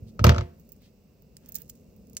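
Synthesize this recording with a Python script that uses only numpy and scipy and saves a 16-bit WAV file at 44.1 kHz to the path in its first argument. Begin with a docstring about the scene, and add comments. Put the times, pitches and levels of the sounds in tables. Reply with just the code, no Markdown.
"""A plastic bowl of thick slurry bumps and chatters to rest in a steel sink: short noise bursts make its cracks,
rattle and echo, and decaying tones ring the bowl and boom in the sink. Then fingers squeeze the slurry, where
films tear and air pops: noise bursts make the snaps, random clicks the crackle, and smooth swells of noise the
slides. A quiet kitchen of coloured noise hums behind. A phone with two microphone ports is held close above."""
import sys
import numpy as np
from scipy import signal
from scipy.fft import rfft, irfft
from scipy.io import wavfile

SR = 44100
rng = np.random.default_rng(int(sys.argv[2]) if len(sys.argv) > 2 else 0)


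def gain_from_db(level_db):
    """Turn a decibel level (scalar or array-like) into a linear amplitude factor."""
    decades = np.asarray(level_db, float) / 20
    return 10 ** decades


def output_pcm(signal):
    """Save a mono or channel-first signal as 16-bit PCM at the path in sys.argv[1].

    Samples are clipped to [-1, 1] before scaling.
    """
    pcm = np.clip(np.atleast_2d(signal).T, -1, 1) * 32767
    wavfile.write(sys.argv[1], SR, np.round(pcm).astype(np.int16))


N = 97020  # length in samples, 2.2 s
HZ = np.maximum(np.fft.rfftfreq(N, 1 / SR), 1)
T = np.arange(N) / SR

# colour of the kitchen's hum and hiss (f/Hz, level/dB)
KITCHEN_COLOUR = [(15, -52), (25, -31), (43, 3), (124, -3.5), (143, 0), (226, 2), (282, -8), (314, -13),
                  (360, -11), (485, -8), (883, -30), (958, -30), (1740, -39), (2840, -33.5), (3090, -41.5),
                  (5170, -34), (10800, -52), (15000, -33), (16700, -44.5)]
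# slow swell of the hum (t/s, level/dB)
HUM_SWELL = [(0, 2.5), (.5, 0.5), (1, -6.5), (1.5, -1.5), (1.9, -0.5), (2.2, 2)]
# faint narrow whines of an appliance (f/Hz, width/Hz, level/dB)
WHINES = [(2700, 270, -87), (7750, 150, -92.5)]
# snaps in the slurry (t/s, treble level/dB, pop level against treble/dB, t60/s)
SNAPS = [(.598, -51.5, -12, 0.03), (.691, -49.5, -8.5, 0.044), (0.72, -38.5, -15.5, .04),
         (0.764, -58, -6, 0.025), (.82, -55, -12, 0.015), (1.222, -52, -12, 0.017),
         (1.368, -44, 4.5, 0.011), (1.46, -48, -7.5, 0.035), (1.487, -44.5, -9, 0.013),
         (1.490, -34.5, -21, 0.021), (1.521, -31, -13.5, .015), (1.545, -34, -8.5, 0.025),
         (1.553, -25.5, -10.5, .012), (1.555, -25.5, -17, 0.014), (1.557, -31.5, -11, .015),
         (1.562, -40, 2, .04), (1.585, -39.5, -10, 0.012), (1.619, -37, -13.5, 0.01526),
         (1.691, -50.5, -9, 0.012), (1.695, -37.5, -16, 0.023), (1.698, -37, -0.5, 0.018),
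         (1.753, -56.5, -0.5, 0.042), (1.963, -52.5, -16.5, 0.034), (2.071, -58, -5.5, .02),
         (2.083, -65.5, -8.5, 0.031), (2.098, -51.5, -7, .02), (2.132, -45.5, -10, .02),
         (2.150, -52, -4, 0.014), (2.168, -39.5, 14.5, 0.033)]
# strength of the fine crackle as the fingers squeeze (t/s, level/dB)
SQUEEZE = [(0.5, -80), (0.702, -75), (1.058, -91), (1.27, -89), (1.546, -68), (1.616, -65.5),
           (1.854, -77.5), (2.2, -80.5)]
# soft wet slides of the palm (start t/s, length/s, level/dB, centre f/Hz)
SLIDES = [(.06, 0.057, -66, 4500), (0.571, .06, -70, 15000), (0.795, .11, -66.5, 3500),
          (1.398, 0.15, -70.5, 1700), (1.539, 0.1, -66.5, 2400), (1.549, .09, -56.5, 14470)]
# bounces of the bowl (t/s, crack level/dB, bowl ring level/dB)
BOUNCES = [(0.193, -24, -25.5), (.242, -1.5, -6.5), (0.263, -32, -23.5), (.267, -7.5, -13.5),
           (.283, -28, -28.5), (.293, -7.5, -11.5), (0.319, -28.5, -21.5), (.345, -25.5, -28),
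           (.362, -28, -24), (0.382, -19, -23), (0.409, -27.5, -32.5)]
# colour of the crack and rattle (f/Hz, level/dB)
CRACK_COLOUR = [(180, -23), (300, -8), (500, 0), (780, -11.5), (1290, -3), (1740, -13), (2440, -12),
                (4030, -17), (6140, -17.5), (8000, -27.5), (10500, -44.5), (15200, -32), (16500, -50)]
# tones of the bowl (f/Hz, level/dB, t60/s, factor whose sign is the first swing)
BOWL_MODES = [(359.1, -14, 0.34, 0.94), (444, -6, 0.045, -0.91), (489, -12.5, 0.35, 0.72),
              (575, -10, .12, -1), (615.4, -7, .08, 1), (684.7, -18, .35, -0.92), (887, -17.5, .15, -1.2),
              (936, -16.5, 0.099, 1), (1173, -12, .04, -1), (1310, 3, 0.025, 1), (1494, -9.5, .03, -0.66),
              (1652, -21, 0.021, 0.99), (2294, -15, .025, -1.4), (2742, -6, .025, 0.88)]
# tones of the sink (f/Hz, level/dB, t60/s, first swing +1 or -1)
SINK_MODES = [(59, -9, .13, -1), (81, -19, .45, 1), (101, 0, .09, 1), (137, -13, .13, -1),
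              (146, -25, .45, 1), (195, -16, .07, -1), (227, -17, .21, -1), (269, -21, .14, -1)]
# the bowl's weight landing on the sink floor (t/s, level/dB)
THUDS = [(.018, -26.5), (0.064, -32), (0.193, -16), (0.2113, -8), (0.2428, 0), (0.263, -3), (0.2684, 5),
         (0.286, -13.5), (.292, 2), (0.3183, -12), (0.3473, -19), (0.3615, -12), (0.3818, -12.5),
         (0.4118, -18)]
# How the two ports hear each source, three lists each:
# (f/Hz, left minus right level/dB), (f/Hz, left phase lead/rad), (f/Hz, likeness 0-1)
ROOM_PORTS = [(60, 6.5), (110, 1), (200, 0.0), (380, -5.5), (700, -0.5), (1290, 6.5), (2380, -8),
              (4400, 0.5), (8120, -9.5), (15000, -6)], [(60, -.05), (600, -0.51)], [(60, 1), (130, 1),
              (290, .8), (640, .6), (1400, 0.12), (15000, .1)]
HAND_PORTS = [(60, -6), (110, -25), (200, -57), (380, -27), (700, 11), (1290, 8.5), (2380, 5), (4400, -5.5),
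              (8120, 0), (15000, -12)], [(2000, -1.), (15000, -3.2)], [(2000, .4), (6000, .3),
              (15000, 0.18)]
BOWL_PORTS = ([(60, 0.05), (110, 0.02), (200, -0.5), (380, -2.5), (700, -0.5), (1290, 5.44), (2380, 0.5),
              (4400, -3.0), (8120, -5.0), (15000, -10.0)], [(60, -.1), (125, -.15), (250, -.5), (600, -1.7),
              (1300, -1.4), (3000, -1.5)], [(60, 1), (300, 0.95), (640, 0.9), (1400, 0.5), (3000, 0),
              (15000, 0.5)])


def on_hz(table):
    """Read a frequency table at every spectrum line, along a logarithmic frequency axis."""
    points = np.array(table, float)
    return np.interp(np.log(HZ), np.log(points[:, 0]), points[:, 1])


def over_time(table):
    """Turn a table of times and dB levels into a smooth gain."""
    return gain_from_db(np.interp(T, *np.array(table).T))


def unit(x):
    """Scale to rms 1."""
    return x / np.sqrt(np.mean(x ** 2))


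def noise(gain):
    """Two unrelated steady noises of the same colour, together at rms 1."""
    return unit(irfft(rfft(rng.standard_normal((2, N))) * gain, N))


def shaped(envelope, gain):
    """Two unrelated noises follow an envelope, then get a colour; rms about 1 where the envelope is 1."""
    spectrum = rfft(envelope * rng.standard_normal((2, N)))
    return irfft(spectrum * gain / np.sqrt(np.mean(gain ** 2)), N)


def grains(depth_db):
    """A level that jumps at random about every 0.7 ms; rms 1."""
    steps = gain_from_db(depth_db * rng.standard_normal(N // 30 + 1))
    return unit(np.repeat(steps, 30)[:N])


def hump(hz, wide_hz):
    """Gain that peaks at one frequency and falls away on both sides, like a resonance."""
    return 1 / (1 + ((HZ - hz * hz / HZ) / wide_hz) ** 2)


def low_pass(hz, order):
    """Gain that keeps what lies below a frequency."""
    return 1 / (1 + (HZ / hz) ** order)


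def fade(at_s, t60_s):
    """Sudden start, then a decay that falls 60 dB in t60."""
    return (T >= at_s) * gain_from_db(-60 * np.clip(T - at_s, 0, 3 * t60_s) / max(t60_s, .002))


def half_wave(start_s, length_s):
    """A smooth rise and fall, half a sine wave long."""
    return np.sin(np.pi * np.clip((T - start_s) / length_s, 0, 1))


def ring(modes, blows, push_s):
    """Each blow is a brief push that sets off all the decaying tones of a body."""
    force = sum(gain_from_db(db) * half_wave(s, push_s) / (push_s * SR) for s, db in blows)
    body = sum(swing * gain_from_db(db - 60 * T / t60) * np.sin(2 * np.pi * hz * T)
               for hz, db, t60, swing in modes)
    return signal.fftconvolve(force, body)[:N]


def ports(pair, how):
    """Each port hears its own level and phase, and the right mixes in a share of the second signal."""
    gap_db, lead_rad, like = (on_hz(table) for table in how)
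    like = np.clip(like, 0, 1)
    first, second = rfft(pair)
    right = np.sqrt(like) * first + np.sqrt(1 - like) * second
    turn = gain_from_db(gap_db / 2) * np.exp(.5j * lead_rad)  # half the gap and lead goes to each port
    return irfft(np.array([first * turn, right / turn]), N)


def kitchen():
    """Steady noise gives a swelling low hum and a faint hiss; narrow bands of noise give the whines."""
    room = rfft(noise(gain_from_db(on_hz(KITCHEN_COLOUR)))) * gain_from_db(-53)
    low = low_pass(800, 4)
    hum = over_time(HUM_SWELL) * irfft(room * low, N)
    hiss = irfft(room * (1 - low), N)
    whines = sum(gain_from_db(db) * noise(hump(hz, wide)) for hz, wide, db in WHINES)
    return ports(hum + hiss + whines, ROOM_PORTS)


def slurry_colours():
    """Gains of the bright treble and of the pop, which has a weaker, lower body."""
    treble = hump(15000, 3500)
    pop = hump(6630, 4000) + gain_from_db(-20.5) * hump(2200, 3000)
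    return treble, pop


def slurry_snaps():
    """Tearing films and popping air: noise with a sharp edge, a decay and a longer grainy tail."""
    edge_db, edge_t60_s = 6, .003
    tail_db, tail_t60_s = -12, 0.059
    grainy = grains(4)
    treble, pop = slurry_colours()
    treble_envelope, pop_envelope = 0, 0
    for at_s, db, pop_db, t60_s in SNAPS:
        edge = gain_from_db(edge_db) * fade(at_s, edge_t60_s)
        tail = gain_from_db(tail_db) * grainy * fade(at_s, tail_t60_s)
        snap = gain_from_db(db) * (edge + fade(at_s, t60_s) + tail)
        treble_envelope = treble_envelope + snap
        pop_envelope = pop_envelope + gain_from_db(pop_db) * snap
    return 0.36 * shaped(treble_envelope, treble) + .5 * shaped(pop_envelope, pop)


def slurry_crackle():
    """Random tiny clicks, each a short decay of noise, follow the squeeze."""
    clicks_per_s, spread_db = 2500, 3
    treble, pop = slurry_colours()
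    clicks = (rng.random(N) < clicks_per_s / SR) * gain_from_db(spread_db * rng.exponential(size=N))
    grain = unit(signal.fftconvolve(clicks, fade(0, 0.0044)[:400])[:N])
    return gain_from_db(0.5) * shaped(grain * over_time(SQUEEZE), treble + gain_from_db(1.5) * pop)


def palm_slides():
    """Soft wet rubbing: bands of noise that rise and fall smoothly."""
    return sum(gain_from_db(db) * shaped(half_wave(start_s, length_s), hump(hz, 4500))
               for start_s, length_s, db, hz in SLIDES)


def slurry():
    """Squeezed slurry snaps and crackles while the palm slides softly."""
    return ports(slurry_snaps() + slurry_crackle() + palm_slides(), HAND_PORTS)


def sink_boom():
    """The bowl's weight pushes the sink floor for 3 ms at a time, and the steel booms."""
    return ring(SINK_MODES, THUDS, .003)


def bowl_ring():
    """Each bounce is a 0.4 ms push that rings the plastic bowl."""
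    return ring(BOWL_MODES, [(s, ring_db) for s, _, ring_db in BOUNCES], .0004)


def bounce_envelope(t60_s, soft=0):
    """One decay for each bounce; a larger soft makes the quiet bounces quieter still."""
    return sum(gain_from_db(crack_db * (1 + soft)) * fade(s, t60_s) for s, crack_db, _ in BOUNCES)


def bounce_echo():
    """The kitchen answers each bounce with a faint, slow decay of mid-range noise."""
    return gain_from_db(-40) * shaped(bounce_envelope(0.39), hump(800, 1800))


def bounce_rattle():
    """A duller, grainy noise that outlasts each crack."""
    colour = gain_from_db(on_hz(CRACK_COLOUR)) * low_pass(6400, 8)
    return gain_from_db(-16) * shaped(grains(3) * bounce_envelope(.1), colour)


def bounce_crack():
    """Hard contact bursts into noise; the treble lasts longer and is weaker in soft bounces."""
    colour, low = gain_from_db(on_hz(CRACK_COLOUR)), low_pass(9000, 8)
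    body = .5 * shaped(bounce_envelope(.022), colour * low)
    treble = gain_from_db(-22.5) * shaped(bounce_envelope(.04, soft=0.77), colour * (1 - low))
    return body + treble


def bowl():
    """The bowl cracks, rattles, echoes and rings as it bounces, and the sink booms under it."""
    contact = bounce_crack() + bounce_rattle() + bounce_echo()
    return ports(contact + bowl_ring() + sink_boom(), BOWL_PORTS)


def scene():
    """All sources at the two ports."""
    return kitchen() + slurry() + bowl()


def band_limit(x):
    """A steep low-pass at the top of the band."""
    return signal.sosfilt(signal.butter(12, 16820, fs=SR, output="sos"), x)


def record(dry):
    """The microphone cuts deep bass and the very top, then the phone rounds the loudest peaks."""
    bass_cut = signal.butter(2, 40, "high", fs=SR, output="sos")
    top_cut = signal.ellip(6, .5, 22, 15780, fs=SR, output="sos")
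    mic = signal.sosfilt(top_cut, signal.sosfilt(bass_cut, dry))
    rounded = np.tanh(0.83 * mic) / 0.77
    return band_limit(rounded)


dry = scene()
out = record(dry)
output_pcm(out)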